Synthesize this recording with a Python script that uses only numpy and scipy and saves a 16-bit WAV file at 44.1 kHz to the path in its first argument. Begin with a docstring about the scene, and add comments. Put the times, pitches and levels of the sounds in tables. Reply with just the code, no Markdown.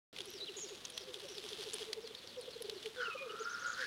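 """An open field where black grouse display, under a faint hush of moving air.
Close by, fabric rustles by stick-slip friction and ticks as its folds snap over. Resonating air sacs
give a bubbling run of soft, falling coos, while small songbirds whistle arched, frequency-modulated
notes overhead; ground and trees scatter both into echoes. Last comes one cock's long, hoarse hiss:
turbulent air filtered by the resonance of his throat."""
import sys
import numpy as np
from scipy import signal
from scipy.fft import rfft, irfft
from scipy.io import wavfile
from scipy.ndimage import uniform_filter1d

SR = 44100
rng = np.random.default_rng(int(sys.argv[2]) if len(sys.argv) > 2 else 0)


def log_audio(samples):
    """Write samples as a 16-bit WAV file to the path given in sys.argv[1]."""
    # one column per channel
    frames = np.atleast_2d(samples).T
    # limit to full scale, then quantise
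    limited = np.clip(frames, -1, 1)
    pcm = np.round(limited * 32767).astype(np.int16)
    wavfile.write(sys.argv[1], SR, pcm)


N = 170226
T = np.arange(N) / SR


def from_db(db):
    """Amplitude ratio of a level in dB."""
    return 10 ** (np.asarray(db) / 20)


def unit_rms(x):
    """Normalisation to an rms of 1."""
    return x / np.sqrt(np.mean(x ** 2) + 1e-20)


def in_time(rows):
    """Linear interpolation of each column over the times in the first."""
    s, *columns = np.transpose(rows)
    return [np.interp(T, s, c) for c in columns]


def add(out, start_s, sound):
    """Superposition of a sound from its starting time."""
    i = int(np.clip(start_s * SR, 0, N))
    out[i:i + len(sound)] += sound[:N - i]


def coloured(x, spectrum):
    """Filtering by a spectral envelope; rms 1."""
    hz, db = np.transpose(spectrum)
    bins = np.maximum(np.fft.rfftfreq(N, 1 / SR), 1)
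    gain = from_db(np.interp(np.log(bins), np.log(hz), db))
    return unit_rms(irfft(rfft(x) * gain, N))


def drift(corner_hz):
    """Random fluctuation: low-passed Gaussian noise of rms 1."""
    r = np.exp(-2 * np.pi * corner_hz / SR)
    return unit_rms(signal.lfilter([1], [1, -2 * r, r * r], rng.standard_normal(N + SR))[SR:])


# spectrum of open air: f/Hz, relative level/dB
AIR_SPECTRUM = [(25, -14), (70, -4), (350, 1.5), (800, -5.5), (2000, -6), (3700, -4), (5500, -13),
                (16000, -25.5)]
def open_air(level_db=-58.5):
    """Stationary broadband noise: the hush of open air."""
    return from_db(level_db) * coloured(rng.standard_normal(N), AIR_SPECTRUM)


# spectrum of the fabric: f/Hz, relative level/dB
FABRIC_SPECTRUM = [(60, -16.5), (2300, -9), (3300, 2.5), (5200, -6.5), (6200, -10), (7700, -16),
                   (10200, -14), (11500, -21), (16000, -32)]
# envelope of the rubbing: t/s, level/dB
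RUB_ENVELOPE = [(.13, -62.5), (.22, -53), (.4, -58), (.6, -56), (.88, -55), (1.06, -57), (1.3, -54),
                (1.55, -51), (1.8, -47.5), (1.98, -63), (2.92, -56.5), (3.05, -61), (3.74, -59),
                (3.82, -53.5)]
def fabric_rustle(slips_per_s=1500, spread_db=3, decay_s=0.0007, flutter_db=1.67):
    """Stick-slip friction: fibres catch and let go, each slip a tiny decaying burst of noise."""
    db, = in_time(RUB_ENVELOPE)
    sizes = from_db(spread_db * np.minimum(rng.exponential(1, N), 5))
    slips = sizes * (rng.random(N) < slips_per_s / SR)
    power = signal.lfilter([1], [1, -np.exp(-1 / (decay_s * SR))], slips ** 2 + 1e-18)
    crackle = coloured(np.sqrt(power) * rng.standard_normal(N), FABRIC_SPECTRUM)
    return crackle * from_db(db + flutter_db * drift(38))


# snapping folds: t/s, relative level/dB, resonance f/Hz
FOLD_SNAPS = [(0.1622, -45, 2360), (.185, -41, 3180), (.2043, -38.5, 3330), (0.255, -52.5, 10200),
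              (.302, -52.5, 12800), (0.8513, -40, 6140), (0.9, -48, 9500), (0.976, -36.5, 3240),
              (1.141, -39.5, 3370), (1.3803, -41, 3320), (1.488, -45.5, 5600), (1.53, -42, 3240),
              (1.636, -44.5, 4600), (1.733, -40, 7200), (1.739, -37, 9700), (1.93, -34, 4380),
              (2.074, -46.5, 4000), (2.1485, -43, 3600), (2.273, -47, 3900), (2.4106, -51, 9300),
              (2.6207, -42.5, 10600), (2.696, -38, 3500), (2.827, -46.5, 3280), (2.8578, -41.5, 2800)]
def fabric_ticks(tick_s=0.0056, bandwidth_hz=1320, crack_db=-4):
    """Buckling: a fold snaps over in a few milliseconds of crackle with a resonance of its own."""
    out = np.zeros(N)
    crack = from_db(crack_db) * coloured(rng.standard_normal(N), FABRIC_SPECTRUM)
    t = T[:SR // 20]
    envelope = t * np.exp(-3.5 * t / tick_s)
    r = np.exp(-np.pi * bandwidth_hz / SR)
    for s, db, hz in FOLD_SNAPS:
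        resonator = [1, 0, -1, 1, -2 * r * np.cos(2 * np.pi * hz / SR), r * r]
        ring = unit_rms(signal.sosfilt([resonator] * 2, rng.standard_normal(len(t))))
        snap = (ring + crack[int(s * SR):][:len(t)]) * envelope
        snap_rms = np.sqrt(np.sum(snap ** 2) / (tick_s * SR))
        add(out, s, from_db(db) * snap / snap_rms)
    return out


def coo(hz, half_s, sweep_hz, arch_hz=56, overtone_db=-24):
    """Air-sac resonance: a near-pure note swells and fades, arching from hz + sweep to hz - sweep."""
    u = np.arange(-half_s, half_s, 1 / SR) / half_s
    pitch = hz - sweep_hz * u - arch_hz * u ** 2
    phase = 2 * np.pi * (np.cumsum(pitch) / SR + rng.random())
    swell = np.cos(np.pi / 2 * u).clip(0) ** 2.64
    return swell * (np.sin(phase) + from_db(overtone_db) * np.sin(2 * phase))


def echoes(x, span_s=0.22, count=40):
    """Scattering from ground and trees: delayed, dying copies, together as strong as the source."""
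    out = np.zeros(N)
    for lag, size in zip(rng.random(count), rng.standard_normal(count)):
        add(out, lag * span_s, x * size * from_db(-20 * lag))
    return unit_rms(out) * np.std(x)


# even runs of coos: first note, last note, count; each note: centre t/s, level/dB, f/Hz
COO_RUNS = [((.208, -48.5, 396), (.724, -46, 408), 8), ((1.02, -50, 392), (1.822, -43, 430), 12)]
# single coos: centre t/s, level/dB, f/Hz, half duration/s
SINGLE_COOS = [(1.1, -52.5, 509.4, .07), (1.258, -49, 558, 0.031), (1.901, -45, 435.4, .045),
               (1.983, -40.5, 437, .025), (2.048, -44, 464, .025), (2.111, -48.5, 433, 0.016),
               (2.388, -41.5, 501.6, 0.033), (2.485, -41, 486, 0.011), (2.566, -43, 457, 0.015),
               (2.614, -40.5, 467, 0.016), (2.654, -41.5, 410, 0.023), (2.692, -40, 432, 0.013),
               (2.73, -40.5, 419, 0.017), (2.768, -44, 391, 0.018), (2.868, -39.5, 439, .032),
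               (3.0, -43, 494.7, 0.056), (3.086, -42.5, 440, 0.0133), (3.157, -40, 534, 0.014),
               (3.23, -43.5, 542.6, 0.04), (3.269, -42.5, 470, .026), (3.307, -42.5, 431, 0.015),
               (3.343, -42.5, 428, 0.016), (3.412, -38.5, 446, 0.022), (3.815, -49, 518, 0.048)]
def grouse_bubbling(half_s=0.033, steep_hz=91.2, shallow_hz=47.3, far_hz=479.7, far_count=110):
    """Superposition of coos: steeply falling runs, flatter single notes and a far, scattered murmur."""
    near, far = np.zeros(N), np.zeros(N)
    for first, last, count in COO_RUNS:
        for s, db, hz in np.linspace(first, last, count):
            add(near, s - half_s, from_db(db) * coo(hz, half_s, steep_hz))
    for s, db, hz, own_half_s in SINGLE_COOS:
        add(near, s - own_half_s, from_db(db) * coo(hz, own_half_s, shallow_hz))
    for s, detune in zip(rng.uniform(0, T[-1], far_count), rng.standard_normal(far_count)):
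        add(far, s, from_db(-59.5) * coo(far_hz * np.exp(0.0943 * detune), half_s, shallow_hz))
    return near + from_db(-11) * echoes(near) + echoes(far)


def whistle(length_s, pitches, rasp=0.48, rasp_hz=1286, waver_depth=0.0142):
    """Modulation: a tone arches through three pitches; rasp shakes its amplitude and phase at random."""
    u = np.linspace(0, 1, int(length_s * SR))
    hz = np.polyval(np.polyfit([0, .5, 1], pitches, 2), u)
    waver = np.interp(u, np.linspace(0, 1, 20), rng.standard_normal(20))
    knots = rng.standard_normal(400) + 1j * rng.standard_normal(400)
    shake = np.interp(u * length_s * rasp_hz, np.arange(len(knots)), knots)
    tone = np.exp(2j * np.pi * np.cumsum(hz * (1 + waver_depth * waver)) / SR)
    swell = signal.windows.tukey(len(u), .35) * (hz.mean() / hz) ** 3.2  # weaker as it climbs
    return swell * np.real(tone * (np.sqrt(1 - rasp) + np.sqrt(rasp) * shake))


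# far slurs: start t/s, duration/s
FAR_SLURS = [(.26, 0.14), (0.601, 0.092), (.92, .13), (1.271, 0.12)]
# near whistles: start t/s, duration/s, first f/Hz, middle f/Hz, last f/Hz, relative level/dB
NEAR_WHISTLES = [(.398, .056, 4120, 3900, 4280, -43), (0.459, 0.041, 4380, 3260, 2710, -46),
                 (0.563, 0.042, 6700, 6770, 6580, -46), (0.599, .052, 7250, 6630, 6630, -45),
                 (2.963, 0.066, 3590, 3330, 2750, -50), (3.036, 0.045, 3140, 2860, 2590, -44),
                 (3.097, 0.052, 2720, 2566, 2600, -45), (3.167, 0.077, 2440, 2452, 2427, -45.5),
                 (3.293, .024, 2930, 2896, 3040, -47.5), (3.387, 0.077, 5000, 6800, 3680, -52.5),
                 (3.488, 0.069, 4800, 6380, 4030, -50.5), (3.588, 0.068, 5100, 6550, 3520, -54),
                 (3.724, 0.03, 7350, 4920, 3850, -52)]
# one turn of a warble: delay t/s, duration/s, first f/Hz, middle f/Hz, last f/Hz, relative level/dB
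WARBLE_TURN = [(0, 0.062, 6246, 4670, 4150, -58.5), (.035, .085, 4100, 3600, 3236, -58.5)]
def songbirds(full_rasp_hz=13400, turn_s=0.119, buzz_note_s=0.0153):
    """Direct and scattered sound: near whistles and a buzz; far slurs and a warble with more echo."""
    near, far = np.zeros(N), np.zeros(N)
    for s, length_s in FAR_SLURS:
        add(far, s, from_db(-56) * whistle(length_s, (5220, 5800, 4110)))
    for s, length_s, first, middle, last, db in NEAR_WHISTLES:
        rasp = (middle / full_rasp_hz) ** 2  # higher notes are raspier
        add(near, s, from_db(db) * whistle(length_s, (first, middle, last), rasp))
    for turn_start in 2.017 + turn_s * np.arange(7):
        for delay, length_s, *pitches, db in WARBLE_TURN:
            add(far, turn_start + delay, from_db(db) * whistle(length_s, pitches))
    for s in 3.663 + buzz_note_s * np.arange(5):
        add(near, s, from_db(-50.5) * whistle(buzz_note_s, (7140, 6730, 6150)))
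    return near + from_db(-10.5) * echoes(near) + far + 0.5 * echoes(far)


def resonant_air(hz, width_hz):
    """Band-limited noise: turbulence in a resonance whose centre may move; rms 1."""
    phase = 2 * np.pi * np.cumsum(hz * np.ones(N)) / SR
    return unit_rms(drift(width_hz / 2) * np.cos(phase) + drift(width_hz / 2) * np.sin(phase))


# course of the hiss: t/s, throat resonance f/Hz, level/dB
HISS_CONTOUR = [(2.96, 1494, -55.5), (2.994, 1488, -50), (3.005, 1485, -38.5), (3.025, 1452, -37),
                (3.08, 1396, -44), (3.19, 1167, -54.5), (3.32, 1288, -50.5), (3.48, 1397, -45.5),
                (3.7, 1425, -42.5), (3.77, 1430, -45.5), (3.83, 1628, -41.5), (3.86, 1626, -46.5)]
def grouse_hiss(harsh_from_s=3.775, harsh_db=7, rattle_hz=117.9, rattle_depth=0.27):
    """Source and filter: rattling air is forced through a throat resonance that sinks and climbs."""
    hz, db = in_time(HISS_CONTOUR)
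    core = resonant_air(hz, width_hz=109)
    skirt = from_db(-6) * resonant_air(hz, width_hz=513)
    breath = from_db(-15) * resonant_air(4570, width_hz=2200)
    harshness = from_db(harsh_db * uniform_filter1d(1.0 * (T > harsh_from_s), SR // 20))
    high_pass = signal.butter(5, 1080, "high", fs=SR, output="sos")
    voice = signal.sosfilt(high_pass, core + (skirt + breath) * harshness)
    jittered_hz = rattle_hz * (1 + 0.0802 * drift(19.8))
    rattle = 1 + rattle_depth * np.sin(2 * np.pi * np.cumsum(jittered_hz) / SR)
    return unit_rms(voice * rattle) * from_db(db) * (T > HISS_CONTOUR[0][0])


def scene():
    """Superposition of air, fabric and birds at one point."""
    air = open_air()
    fabric = fabric_rustle() + from_db(-1) * fabric_ticks()
    birds = grouse_bubbling() + songbirds() + grouse_hiss()
    return (air + fabric + birds)[None]


def record(dry, start_s=0.128, cutoff_hz=15800):
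    """Gating and low-pass filtering: a moment of silence, then the sound without its highest treble."""
    low_pass = signal.ellip(10, .2, 70, cutoff_hz, fs=SR, output="sos")
    return signal.sosfilt(low_pass, dry * (T > start_s))


dry = scene()
out = record(dry)
log_audio(out)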